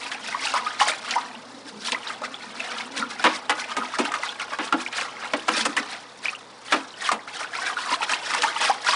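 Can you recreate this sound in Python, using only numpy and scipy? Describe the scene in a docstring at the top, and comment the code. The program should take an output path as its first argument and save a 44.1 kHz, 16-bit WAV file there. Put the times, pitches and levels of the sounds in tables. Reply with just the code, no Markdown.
"""First a wash of stirred water, then a slap and a plop: a hand stirs a big plastic barrel, close by, in a small room.
Each stroke folds air into the water: clouds of decaying sines gurgle, splash and fizz over filtered noise.
Single bubbles plop with climbing pitch, eddies shed sweeping chains of them, wavelets slap as noise bursts.
The stirrer knocks on the wall (noise and decaying modes), trapped air gulps, and the barrel thuds on hard pushes.
Behind it lie the barrel's soft drone (resonant noise), room air and a faint mains hum."""
import sys
import numpy as np
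from scipy import signal
from scipy.fft import rfft, irfft, next_fast_len
from scipy.io import wavfile
from scipy.ndimage import uniform_filter1d, map_coordinates

SR = 44100
rng = np.random.default_rng(int(sys.argv[2]) if len(sys.argv) > 2 else 0)


def log_audio(samples):
    """Write samples as a 16-bit WAV file to the path given in sys.argv[1]."""
    # one column per channel
    frames = np.atleast_2d(samples).T
    # limit to full scale, then quantise
    limited = np.clip(frames, -1, 1)
    pcm = np.round(limited * 32767).astype(np.int16)
    wavfile.write(sys.argv[1], SR, pcm)


N = 394694  # length [samples]
# Levels in the tables and settings are relative: each function adds a trim for its own source.


def amp(db):
    """Decibels to gain."""
    return 10 ** (np.asarray(db) / 20)


def unit(x):
    """Scale to rms 1."""
    return x / np.sqrt(np.mean(x ** 2) + 1e-20)


def along(points, hz):
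    """Interpolate (frequency [Hz], value) points on a log frequency axis."""
    point_hz, value = np.transpose(points)
    return np.interp(np.log(hz + 1), np.log(point_hz + 1), value)


def curves(rows):
    """One value per sample for each column after the time."""
    s, *columns = np.transpose(rows)
    return [np.interp(np.arange(N) / SR, s, column) for column in columns]


def filtered(x, response):
    """Multiply the spectrum of x by a response of frequency."""
    size = next_fast_len(len(x) + SR // 2)
    spectrum = rfft(x, size) * response(np.fft.rfftfreq(size, 1 / SR))
    return irfft(spectrum, size)[:len(x)]


def resonance(f, hz, width):
    """Causal response of one mode."""
    return 1j * f * width / (hz * hz - f * f + 1j * f * width)


def band_noise(size, lo_hz, hi_hz):
    """Noise of rms 1 between two soft edges."""
    sos = signal.butter(3, [lo_hz, min(hi_hz, SR / 2 - 1)], "band", fs=SR, output="sos")
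    return unit(signal.sosfilt(sos, rng.standard_normal(size)))


def wobble(rate, size=N):
    """A smooth random curve, rate knots a second."""
    knots = rng.standard_normal(int(size * rate / SR) + 4)
    return map_coordinates(knots, [np.arange(size) * rate / SR])


def add(track, s, sound):
    """Mix a sound into a track at time s."""
    start = max(round(s * SR), 0)
    part = track[start:start + len(sound)]
    part += sound[:len(part)]


def bubble(age, hz, cycles, rise, onset):
    """An air pocket rings down 40 dB over some cycles; its pitch climbs as it nears the surface."""
    turns = age * hz
    life = turns / cycles
    tone = np.sin(2 * np.pi * turns * (1 + rise * life / 2))
    return tone * np.exp(-np.log(100) * life) * (1 - np.exp(-turns / onset))


# quiet room air at the microphone: (frequency [Hz], relative density [dB per Hz])
ROOM_AIR = [(25, -32), (60, -12.5), (95, -15.5), (150, -4), (250, 2.5), (380, 0.5), (480, 6), (600, 0.5),
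            (980, 4), (1500, -3), (3000, -12.5), (6000, -25), (10000, -29)]


def background():
    """Room air is noise shaped over frequency; mains hum is one steady sine."""
    air = unit(filtered(rng.standard_normal(N), lambda f: amp(along(ROOM_AIR, f))))
    hum = np.sin(2 * np.pi * 120 * np.arange(N) / SR)
    return amp(-48) * air + amp(-64.5) * hum


DRONE_WAVER_S = 0.00405  # drifting path that makes the drone's pitch waver
# the barrel's low drone while the water turns: (time [s], level [dB])
DRONE = [(0.0, -48.5), (0.6, -45), (1.5, -43.5), (1.62, -38.5), (1.79, -33.5), (1.87, -42), (1.93, -38),
         (2.06, -51), (2.15, -44), (2.25, -35.5), (2.39, -45), (2.5, -40.5), (2.8, -44), (2.94, -37),
         (3.03, -30), (3.12, -44), (4.3, -56), (5.4, -50), (5.6, -34), (5.92, -58.5), (7.5, -64),
         (8.4, -60), (8.95, -56)]


def drone():
    """Two low resonances of the barrel, kept going by the turning water and wavering with it."""
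    level_db, = curves(DRONE)

    def response(f):
        return resonance(f, 247.7, 47) ** 2 + amp(-10) * resonance(f, 477, 110) ** 2

    tone = filtered(rng.standard_normal(N), response)
    path = DRONE_WAVER_S * SR * wobble(7)
    tone = map_coordinates(tone, [np.arange(N) + path], order=1)
    return amp(level_db - 6.5) * unit(tone)


# decay of the small room: (frequency [Hz], time to fall 60 dB [s])
ROOM_DECAY = [(150, 0.13), (1000, 0.57), (3000, 0.067), (10000, 0.011)]


def room(x):
    """A short diffuse tail, the top dying first; its pattern changes as hand and microphone move."""
    track = np.zeros(N)
    for start in range(0, N, SR // 5):  # a new tail five times a second
        hz, t, z = signal.stft(rng.standard_normal(SR // 3), SR, nperseg=256)
        decay = amp(-60 * t / along(ROOM_DECAY, hz)[:, None])
        tail = signal.istft(z * decay, SR, nperseg=256)[1]
        reverb = signal.fftconvolve(x[start:start + SR // 5], tail / np.linalg.norm(tail))
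        add(track, start / SR + 0.00401, reverb)
    return track


def bounces(x, count):
    """Sound crosses the barrel and comes back several times, along paths that drift with the stirring."""
    n, track = np.arange(N), np.zeros(N)
    for k in range(1, count + 1):
        delay_s = k * 0.0035 + 0.000495 * wobble(3)
        track += amp(-2.0 - 10.2 * k) * map_coordinates(x, [n - delay_s * SR])
    return track


# air space above the water: (frequency [Hz], width [Hz], level [dB])
CAVITY_MODES = [(490, 21, 2), (845, 23, -4.5), (978, 30, -5), (1085, 78, -8), (1236, 40, -1)]


def barrel(x):
    """The air space above the water rings along in its resonances."""
    def response(f):
        return sum(amp(db) * resonance(f, hz, width) for hz, width, db in CAVITY_MODES)

    return x + amp(1.5) * filtered(x, response)


# hard pushes jolt the whole barrel: (time [s], level [dB])
JOLTS = [(0.815, -53), (3.242, -50), (3.495, -55), (3.77, -63), (3.988, -56), (4.725, -55), (5.335, -61),
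         (5.482, -64), (5.65, -53), (5.77, -56), (6.723, -58), (7.115, -64), (8.425, -51)]


def jolts():
    """The full barrel shifts with a dull, deep thud: low noise that dies fast."""
    track, t = np.zeros(N), np.arange(SR // 4) / SR
    for s, db in JOLTS:
        fall = (1 - np.exp(-t / .003)) * amp(db + 6 - 60 * t / .08)
        add(track, s, band_noise(len(t), 25, 100) * fall)
    return track


GULP_RISE = .08  # share by which the pitch has climbed once the ring is 40 dB down
# large pockets of trapped air: (time [s], level [dB], starting pitch [Hz], ring [cycles])
GULPS = [(1.922, -33, 500, 15), (2.215, -30, 600, 24), (2.998, -23, 230, 15), (3.255, -20, 282, 12),
         (3.272, -17, 520, 20), (3.497, -27, 478, 14), (3.503, -28.5, 295, 18), (3.778, -27, 420, 13),
         (3.781, -20, 262, 11), (3.994, -21, 232, 16), (4.0, -18.5, 356, 13), (4.594, -24, 290, 11),
         (4.741, -13, 275, 10), (5.016, -30.5, 520, 16), (5.339, -20, 264, 10), (5.356, -33, 520, 16),
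         (5.488, -21, 320, 8.1), (5.573, -23, 592, 16), (5.578, -27.5, 295, 13), (5.662, -26, 520, 13),
         (5.687, -21, 286, 10), (5.777, -29, 260, 10), (5.8, -26, 280, 11), (6.743, -24, 310, 8.9),
         (6.757, -28, 534, 16), (6.768, -29, 234, 9.7), (7.128, -29, 210, 16), (7.916, -28, 580, 18),
         (7.92, -28, 275, 12), (8.385, -34.5, 475, 30), (8.69, -33, 283, 12)]


def gulps():
    """A large air pocket closes and rings low for a few cycles."""
    track, t = np.zeros(N), np.arange(SR // 6) / SR
    for s, db, hz, cycles in GULPS:
        add(track, s, amp(db + 4.5) * bubble(t, hz, cycles, rise=GULP_RISE, onset=1.4))
    return track


MODE_LOSS_DB_PER_S = 173  # upper modes die this much faster for each octave over the centre


def clatter(t, centre_hz, count):
    """The crowded upper modes of the wet wall, a new set for each place struck, with a little noise."""
    place, phase, strength = rng.random((3, count))
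    octaves = 2.2 * ((np.arange(count) + place) / count - .5)
    gain = amp(11.7 * strength - 4.3 * octaves ** 2)
    damping = amp(-MODE_LOSS_DB_PER_S * np.maximum(octaves, 0)[:, None] * t)
    tones = np.sin(2 * np.pi * (centre_hz * 2 ** octaves[:, None] * t + phase[:, None]))
    modes = gain @ (damping * tones)
    return amp(-2.0) * modes / np.sqrt(np.sum(gain ** 2) / 2) + amp(-4) * band_noise(len(t), 710, 3400)


PLUNGE_S, PLUNGE_FALL = .06, 0.393  # length of the run; its last pitch over the clack centre, before scatter
PLUNGE_DB, PLUNGE_LOSS_DB = -6, 12.5  # first bubble over the clack level; loss by the last


def plunge(t, centre_hz, count):
    """A knock drags air under: a quick run of bubbles, ever weaker and on the whole larger and lower."""
    run = np.zeros(len(t))
    for k, (late, size) in enumerate(rng.random((count, 2))):
        depth = (k + late) / count
        hz = centre_hz * PLUNGE_FALL ** depth * np.exp(size - .5)
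        ring = bubble(t, hz, cycles=22.4, rise=.1, onset=1.2)
        add(run, depth * PLUNGE_S, amp(-PLUNGE_LOSS_DB * depth) * ring)
    return run


CRACK_DB = -4  # the wet crack of first contact, over the clack level
KNOCK_UNEVEN_DB = 3  # water slops against the wall as it rings down
KNOCK_DETUNE = 0.0355  # water leaning on the wall shifts its modes: scatter in log pitch
WALL_BEND = .05  # moving water bends the modes while they ring: share of pitch
# the stirrer hits the wall: (time [s], boom level [dB], clack level [dB], snap level [dB],
# contact length [s], clack time to fall 60 dB [s], clack centre [Hz])
KNOCKS = [(3.241, -28, -13, -16.5, 0.012, 0.2, 1347), (3.495, -41, -16.5, -12.5, .011, .12, 1403),
          (3.767, -35.5, -22, -14.5, 0.0062, .15, 1245), (3.986, -31.5, -20, -15, 0.014, .12, 1267),
          (4.587, -35.5, -23, -36, 0.0074, 0.21, 1294), (4.725, -30.5, -18, -23, .004, .1, 1352),
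          (5.335, -33.5, -18.5, -28, 0.0034, 0.088, 1440), (5.482, -34.5, -18, -17, 0.01, 0.087, 1220),
          (5.652, -33.5, -21, -9, 0.007, 0.072, 1714), (5.766, -37.5, -21, -12.5, 0.0048, 0.11, 1736),
          (6.723, -32, -14, -15, 0.011, .14, 1302), (7.116, -41, -19.5, -12, 0.0065, .11, 1145),
          (7.912, -46.5, -29, -42, .003, .1, 1220), (8.433, -51, -19, -17, 0.0014, .05, 1240),
          (8.69, -51, -26, -37, .0033, .1, 1310)]
# the barrel wall: (frequency [Hz], level [dB], time to fall 60 dB [s])
WALL_MODES = [(193, -7.5, 0.32), (223, -3.5, 0.27), (247, 1, 0.29), (281.8, -0.5, 0.24), (313.3, 4.5, 0.23),
              (379, -2, 0.27), (511, 5, 0.069), (705, -8, 0.18), (805, -14, 0.28), (1030, -20, 0.59),
              (1295, 11, 0.05)]


def knocks():
    """Bending waves in the plastic: treble first and dying unevenly, the boom swelling later."""
    track, t = np.zeros(N), np.arange(SR // 2) / SR
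    for s, boom_db, clack_db, snap_db, contact, clack_t60, clack_hz in KNOCKS:
        def fall(attack, t60):
            return (1 - np.exp(-t / attack)) * amp(-60 * np.maximum(t - contact, 0) / t60)

        bent = t + WALL_BEND * np.cumsum(wobble(30, size=len(t))) / SR
        snap = band_noise(len(t), 2500, 9500) * fall(attack=.0005, t60=.075)
        clack = clatter(bent, clack_hz, count=26) * fall(attack=0.00055, t60=clack_t60)
        boom = band_noise(len(t), 225, 750) * fall(attack=.011, t60=.16)
        ring = np.zeros(len(t))
        for hz, level, t60 in WALL_MODES:
            swell = amp(level + rng.normal(0, 4.2)) * fall(attack=0.04, t60=t60)
            mode_hz = hz * np.exp(KNOCK_DETUNE * rng.standard_normal())
            ring += swell * np.sin(2 * np.pi * (mode_hz * bent + rng.random()))
        touch = .9 + .5 * np.exp(-t / .004)  # the first touch is the hardest
        uneven = amp(KNOCK_UNEVEN_DB * wobble(130, size=len(t)) * (1 - np.exp(-t / .015)))
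        crack = band_noise(len(t), 1100, 7000) * amp(clack_db + CRACK_DB - 60 * t / .012)
        hard = crack + touch * uneven * (amp(snap_db - 16.0) * snap + amp(clack_db - 1.0) * clack)
        deep = amp(boom_db + 7.0) * (boom + 0.56 * ring)
        dragged_air = amp(clack_db + PLUNGE_DB) * plunge(t, clack_hz, count=7)
        add(track, s, hard + deep + dragged_air)
    return track


# wavelets slap shut, and at 7.09 s air gulps down as a burst: (time [s], level [dB], centre [Hz], time to fall
# 60 dB [s])
SLAPS = [(0.116, -20, 2250, .1), (0.539, -12.5, 993, 0.11), (0.8, -15, 1700, 0.055),
         (0.814, -14.5, 950, 0.073), (1.109, -13, 3230, 0.066), (1.92, -11, 2780, 0.059),
         (2.218, -25, 800, 0.08), (2.603, -26, 2560, .08), (3.644, -24, 2400, .025),
         (3.721, -23, 1400, .015), (4.052, -22, 2300, .03), (4.119, -17, 1280, .03),
         (4.14, -14, 1500, 0.082), (4.234, -18, 1320, .05), (4.397, -22, 1700, 0.093),
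         (4.533, -25, 1390, .04), (4.927, -19.5, 2150, 0.21), (5.012, -15.5, 1490, 0.045),
         (7.09, -10.5, 1360, 0.049), (8.095, -14.5, 1730, .1), (8.337, -18, 1490, .06),
         (8.349, -14, 1600, 0.027), (8.421, -8, 3200, 0.021), (8.439, -8, 1180, 0.047),
         (8.847, -16, 1320, 0.056), (8.911, -16, 3700, 0.029), (8.937, -11, 1390, 0.034)]


def slaps():
    """A wavelet closes with a short wet crack: two bands of dying noise."""
    track, t = np.zeros(N), np.arange(SR // 10) / SR
    for s, db, hz, t60 in SLAPS:
        smack = band_noise(len(t), hz * 0.62, hz * 1.61) * amp(-60 * t / t60)
        crack = band_noise(len(t), 2400, 8300) * amp(-60 * t / 0.02)
        add(track, s, amp(db - 7.0) * (smack + amp(-4.0) * crack))
    return track


SWIRL_GAP_S = .006  # mean wait between the bubbles of a chain
# eddies shed chains of bubbles: (time [s], length [s], level [dB], first pitch [Hz], last pitch [Hz])
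SWIRLS = [(0.592, 0.057, -34, 1240, 820), (0.804, 0.033, -28.5, 1140, 746), (1.17, 0.036, -33, 885, 1000),
          (3.681, 0.046, -30, 980, 1360), (3.816, 0.034, -27.5, 1390, 820), (3.939, 0.033, -26, 1230, 1700),
          (4.047, 0.039, -42, 2090, 1300), (4.135, 0.038, -31, 1900, 1060), (4.232, 0.03, -34, 1700, 930),
          (4.393, 0.024, -29, 1620, 880), (5.011, 0.075, -30.5, 1440, 1130),
          (5.772, 0.024, -21, 1580, 2100), (7.054, 0.035, -22, 3660, 1600), (7.092, 0.025, -25, 1350, 846),
          (7.121, 0.05, -33, 840, 805), (7.533, 0.015, -22.5, 1560, 2200), (7.622, 0.067, -25, 1480, 1740),
          (7.704, 0.031, -30.5, 1230, 940), (7.775, 0.022, -26.5, 1350, 856), (7.852, 0.05, -27, 1280, 960),
          (8.311, 0.053, -29, 1380, 980), (8.454, 0.031, -21.5, 904, 1460), (8.66, 0.037, -19.5, 2300, 970),
          (8.698, 0.016, -18, 766, 1070), (8.847, 0.038, -31, 1320, 1670)]


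def swirls():
    """An eddy sheds overlapping bubbles whose size drifts, so that the chain sweeps in pitch."""
    track, t = np.zeros(N), np.arange(SR // 20) / SR
    chances = rng.standard_normal((len(SWIRLS), 32, 3))
    for (s, length, db, from_hz, to_hz), chance in zip(SWIRLS, chances):
        for age, (late, size, strength) in zip(np.arange(0, length, SWIRL_GAP_S), chance):
            hz = from_hz * (to_hz / from_hz) ** (age / length) * np.exp(0.029 * size)
            ring = bubble(t, hz, cycles=15.2, rise=0.075, onset=0.92)
            add(track, s + age + 0.205 * SWIRL_GAP_S * late, amp(db + 2.1 * strength + 5) * ring)
    return track


DAUGHTER_S, DAUGHTER_SPREAD = .007, .1  # typical wait between daughters; their scatter in log pitch
DAUGHTER_DB, DAUGHTER_LOSS_DB = -0.5, 1.5  # their level before losses; loss for each in turn
RING_GROWTH = 0.021  # a stronger plop lies deeper and rings longer: share of cycles gained per dB
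# the loudest single bubbles: (time [s], level [dB], nominal pitch [Hz], the ring starts a little lower)
PLOPS = [(0.146, -27, 2560), (0.326, -21.5, 2080), (0.344, -26, 1950), (0.347, -18.5, 1090),
         (0.395, -27, 2255), (0.471, -18.5, 2850), (0.557, -22, 1170), (0.563, -21, 986),
         (0.587, -35, 1227), (0.664, -23.5, 1240), (0.669, -24.5, 2500), (0.707, -26, 1600),
         (0.802, -19, 1790), (0.81, -16, 788), (0.814, -16.5, 1036), (0.827, -21, 2030), (0.862, -24, 1034),
         (0.873, -21.5, 714), (0.884, -19, 2000), (0.917, -20.5, 2340), (1.138, -22, 2130),
         (1.157, -22, 840), (1.163, -14, 940), (1.176, -21.5, 910), (1.192, -28, 890), (1.871, -21.5, 3060),
         (1.883, -27.5, 965), (1.92, -25, 3570), (1.947, -18.5, 2020), (2.072, -23.5, 3850),
         (2.102, -25, 1294), (2.237, -27, 1305), (2.249, -24, 1950), (2.343, -25, 3400),
         (2.603, -19.5, 2610), (3.025, -19, 1396), (3.196, -25, 1490), (3.518, -21, 1940),
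         (3.595, -26, 2400), (3.619, -26, 2070), (3.641, -25, 2530), (3.717, -28, 1270), (3.814, -23, 1430),
         (3.938, -28, 1145), (4.052, -21.5, 2700), (4.079, -28.5, 833), (4.118, -24, 1290),
         (4.138, -23, 1270), (4.195, -31, 624), (4.232, -20.5, 2050), (4.236, -26.5, 960),
         (4.291, -22, 3410), (4.4, -24, 2950), (4.417, -23, 2220), (4.531, -26, 1130), (4.535, -23, 1600),
         (4.725, -14, 1374), (4.732, -22, 722), (4.863, -18.5, 2400), (4.884, -31, 926), (4.982, -25, 2300),
         (5.011, -22, 2550), (5.168, -28, 2100), (5.335, -21, 660), (5.534, -31, 1250), (5.559, -23, 2500),
         (5.593, -23, 2080), (5.772, -29, 940), (5.774, -14.5, 1900), (6.256, -16, 2420),
         (6.283, -18, 2490), (6.331, -31, 1250), (6.35, -26, 2860), (6.906, -32.5, 3900), (6.94, -34, 3050),
         (7.02, -22.5, 1830), (7.091, -16.5, 1170), (7.192, -31.5, 1960), (7.276, -28, 1400),
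         (7.431, -28, 2320), (7.444, -25, 1500), (7.552, -23.5, 2260), (7.586, -28, 1060),
         (7.666, -22.5, 1600), (7.699, -22, 1274), (7.769, -20.5, 1440), (7.789, -26, 2770),
         (7.905, -24, 1240), (7.926, -19.5, 980), (7.937, -25, 1310), (7.941, -19.5, 4070),
         (8.007, -25, 850), (8.03, -21, 2800), (8.095, -21, 1660), (8.125, -25.5, 806), (8.135, -14, 2660),
         (8.307, -24, 1390), (8.336, -20, 2067), (8.347, -19, 925), (8.444, -15.5, 926),
         (8.486, -22.5, 1560), (8.56, -25.5, 930), (8.564, -23, 1290), (8.61, -23, 1930), (8.614, -24, 880),
         (8.628, -23, 1560), (8.639, -24, 1100), (8.636, -22.5, 2540), (8.697, -14.5, 783),
         (8.867, -17, 1440), (8.88, -22, 1570), (8.887, -18, 1020), (8.893, -22, 2500),
         (8.909, -15.5, 3920), (8.925, -21, 2540), (8.932, -18, 1150)]


def plops(rows, count=2):
    """A big bubble pinches off and rings, small ones for more cycles; a few daughters split from it."""
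    track, t = np.zeros(N), np.arange(SR // 10) / SR
    chances = rng.standard_normal((len(rows), count + 1, 2))
    for (s, db, hz), chance in zip(rows, chances):
        cycles = 21 * (hz / 1000) ** 0.23 * np.exp(RING_GROWTH * (db + 23) + 0.17 * chance[0, 0])
        rise = 0.11 * np.exp(0.6 * chance[0, 1])
        add(track, s, amp(db + 8.0) * bubble(t, hz * 0.9665, cycles, rise, onset=1.32))
        for k, (late, size) in enumerate(chance[1:], 1):
            ring = bubble(t, hz * np.exp(DAUGHTER_SPREAD * size), cycles, rise=0.3, onset=1.05)
            wait = k * DAUGHTER_S * np.exp(0.39 * late)
            add(track, s + wait, amp(db + DAUGHTER_DB - DAUGHTER_LOSS_DB * k) * ring)
    return track


STRAY_PER_S, STRAY_LO_HZ, STRAY_HI_HZ = 12, 800, 3210  # mean rate; range of nominal pitch
STRAY_DB, STRAY_SPREAD_DB = -32, 3  # level in a slosh of middling strength; scatter either way
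STRAY_TILT_DB = 11.5  # the smallest bubble this far over the largest
MIDDLING_DB, STRAY_GROWTH = -36, .7  # level of such a slosh; dB gained for each dB over it


def stray_plops():
    """Lesser bubbles for plops(), shed at random: the harder the push, the more and the louder."""
    splash_db = slosh_db(0, 0.95)
    shed = np.cumsum(amp(splash_db))
    when, size, strength = rng.random((int(STRAY_PER_S * N / SR), 3)).T
    at = np.searchsorted(shed, when * shed[-1])
    db = STRAY_DB + STRAY_GROWTH * (splash_db[at] - MIDDLING_DB) + STRAY_SPREAD_DB * (2 * strength - 1)
    db = db + STRAY_TILT_DB * (size - .5)
    return np.column_stack([at / SR, db, STRAY_LO_HZ * (STRAY_HI_HZ / STRAY_LO_HZ) ** size])


SLOPE_DB = 20  # a slosh climbs this far over its swell and falls this far over its ebb
LINGER_DB, LINGER_S = -23.5, 1.37  # bubbles that go on bursting: level over the crest, ebb
# one slosh for each push through the water:
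# (crest time [s], level [dB], swell [s], ebb [s], brightness [dB])
SLOSHES = [(0.061, -33.5, 0.2, 0.07, -2), (0.121, -31.0, 0.03, 0.1, -3), (0.295, -33, 0.18, 0.17, -1.5),
           (0.453, -27.0, 0.1, 0.16, 0.5), (0.57, -27.5, 0.08, 0.07, -4.5), (0.661, -33.5, 0.03, 0.3, -2),
           (0.807, -22, 0.025, 0.07, 1.5), (0.885, -24.0, 0.05, 0.09, -1), (1.099, -31, 0.12, 0.28, -3.5),
           (1.683, -41.0, 0.05, 0.068, 5), (1.871, -30, 0.073, 0.082, 3.5),
           (1.934, -29.5, 0.022, 0.06, -6.5), (2.101, -32, 0.14, 0.098, -3.5),
           (2.249, -31.5, 0.041, 0.04, -4.5), (2.345, -37.5, 0.05, 0.027, -5),
           (2.44, -39, 0.12, 0.054, -1.5), (2.646, -35, 0.28, 0.18, -2.5), (2.719, -33.5, 0.15, 0.18, -4.5),
           (2.78, -33.5, 0.04, 0.15, -2), (2.98, -28.0, 0.059, 0.11, -1.5), (3.113, -34.5, 0.03, 0.12, 0.5),
           (3.196, -34.5, 0.0163, 0.4, -4), (3.361, -32, 0.25, 0.035, 0), (3.595, -32, 0.09, 0.14, -2),
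           (3.706, -31.5, 0.04, 0.07, -4.5), (3.855, -35, 0.17, 0.14, -3.5), (3.955, -31, 0.055, 0.031, -1),
           (4.059, -29.5, 0.13, 0.085, -4), (4.147, -30.5, 0.04, 0.07, -4.5),
           (4.25, -31.5, 0.085, 0.17, -1), (4.417, -30, 0.032, 0.05, -1.5),
           (4.538, -31.5, 0.089, 0.027, -5), (4.659, -33, 0.09, 0.079, -3.5),
           (4.808, -31.5, 0.05, 0.044, -3), (4.877, -38, 0.11, 0.03, 2), (4.978, -27.5, 0.067, 0.17, -2),
           (5.243, -33.5, 0.11, 0.08, -6.5), (5.392, -39.5, 0.4, 0.16, -1), (5.51, -31.5, 0.04, 0.1, 1),
           (5.546, -29.5, 0.08, 0.15, 0), (5.58, -27.5, 0.08, 0.1, -1), (5.612, -26, 0.11, 0.032, 2.5),
           (5.69, -37, 0.0389, 0.17, -3), (5.785, -31, 0.016, 0.1, -3), (5.933, -35.5, 0.13, 0.11, -3),
           (6.251, -30.5, 0.03, 0.11, 0.5), (6.735, -30.5, 0.1, 0.13, -1), (7.07, -28.5, 0.115, 0.08, -1),
           (7.28, -37.5, 0.018, 0.064, -4.5), (7.35, -35, 0.04, 0.08, 0.5), (7.415, -31, 0.1, 0.09, -3),
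           (7.551, -33.5, 0.033, 0.26, -3.5), (7.675, -29.0, 0.16, 0.12, -2.5),
           (7.788, -32.0, 0.033, 0.31, 0.5), (7.941, -25, 0.12, 0.04, -2),
           (8.032, -24.5, 0.04, 0.037, -4.5), (8.118, -23.0, 0.05, 0.09, -1.5),
           (8.352, -26, 0.22, 0.24, -2.5), (8.44, -32, 0.015, 0.4, -2.5), (8.617, -23, 0.07, 0.17, -1),
           (8.674, -28, 0.09, 0.06, 3.5), (8.884, -23, 0.055, 0.23, 0.5)]


def slosh_db(tilt, stretch):
    """Level of one bubble size: each slosh swells, ebbs (times stretch) and lingers; tilt weighs brightness."""
    t = np.arange(0, N / SR + .01, .002)
    power = np.zeros(len(t))
    for s, db, swell, ebb, bright_db in SLOSHES:
        before, after = np.maximum(s - t, 0), np.maximum(t - s, 0)
        crest_db = db + tilt * bright_db - SLOPE_DB * before / swell
        power += amp(crest_db - SLOPE_DB * after / (ebb * stretch)) ** 2
        power += amp(crest_db + LINGER_DB - SLOPE_DB * after / LINGER_S) ** 2
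    return np.interp(np.arange(N) / SR, t, 10 * np.log10(power + 1e-12))


def cloud(rate, lo_hz, hi_hz, cycles, spread_db, wash_db):
    """Many bubbles, some stronger than the rest, on a wash of noise; rms about 1."""
    chance = rng.random((int(rate * N / SR), 5))
    start = (chance[:, :1] * N).astype(int)
    hz = lo_hz * (hi_hz / lo_hz) ** chance[:, 1:2]
    strength = amp(-spread_db * np.log(np.maximum(chance[:, 2:3], .03)))
    k = np.arange(int(cycles * SR / lo_hz))
    ring_cycles = cycles * (.5 + chance[:, 3:4])
    rings = strength * bubble(k / SR, hz, ring_cycles, rise=0.16 * chance[:, 4:], onset=0.9)
    swarm = unit(np.bincount((start + k).ravel(), rings.ravel(), N)[:N])
    swarm = swarm + amp(wash_db) * band_noise(N, lo_hz, hi_hz)
    # the air folded in by a stroke is shared among the bubbles of that moment
    return swarm / np.sqrt(np.abs(uniform_filter1d(swarm ** 2, size=2200)) + 1e-6)


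GURGLE_EBB, GURGLE_DULLING = 1.55, 1.26  # ebb over the splash's; dB lost per dB of brightness
REST_GURGLE_DB, REST_SPRAY_DB = -55, -55.5  # the water between pushes


def slosh():
    """Large bubbles gurgle, small ones splash, the finest fizz in quick spurts."""
    gurgle = amp(slosh_db(-GURGLE_DULLING, GURGLE_EBB) - 6.0) + amp(REST_GURGLE_DB - 6.0)
    splash = amp(slosh_db(0, 1))
    fizz = np.hypot(amp(slosh_db(0.87, 0.89) - 3.0), amp(REST_SPRAY_DB))
    spurt, mist = wobble(75), wobble(90)
    large = cloud(rate=220, lo_hz=620, hi_hz=1400, cycles=20, spread_db=3.6, wash_db=-9)
    small = cloud(rate=900, lo_hz=1330, hi_hz=3400, cycles=28, spread_db=3.9, wash_db=-8)
    tiny = cloud(rate=2400, lo_hz=3300, hi_hz=5700, cycles=22, spread_db=5.2, wash_db=-6)
    finest = cloud(rate=5000, lo_hz=5600, hi_hz=10200, cycles=18, spread_db=5, wash_db=-6)
    small = amp(.8 * spurt) * small
    tiny = amp(2.2 * spurt) * tiny
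    finest = amp(1.6 * spurt + 2.4 * mist) * finest
    churn = amp(-14.0) * band_noise(N, 204, 900)
    spray = amp(0.95) * tiny + amp(-5.5) * finest
    return gurgle * (amp(-4.0) * large + churn) + amp(0.04) * splash * small + fizz * spray


def scene():
    """Water and knocks bounce around inside the barrel, then out into the room."""
    water = slosh() + plops(PLOPS) + plops(stray_plops()) + swirls() + slaps()
    direct = barrel(water + knocks() + gulps() + jolts())
    near = direct + bounces(direct, count=4)
    mix = amp(-1.5) * near + amp(-23.5) * room(near) + drone() + background()
    return mix[None]  # one microphone channel


TOP_HZ = 10200  # the recorder's band limit


def record(dry):
    """The recorder rounds off the highest peaks and cuts steeply above its band limit."""
    rounded = dry / (1 + np.abs(dry / .56) ** 6) ** (1 / 6)
    return np.array([filtered(x, lambda f: 1 / np.sqrt(1 + (f / TOP_HZ) ** 200)) for x in rounded])


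dry = scene()
out = record(dry)
log_audio(out)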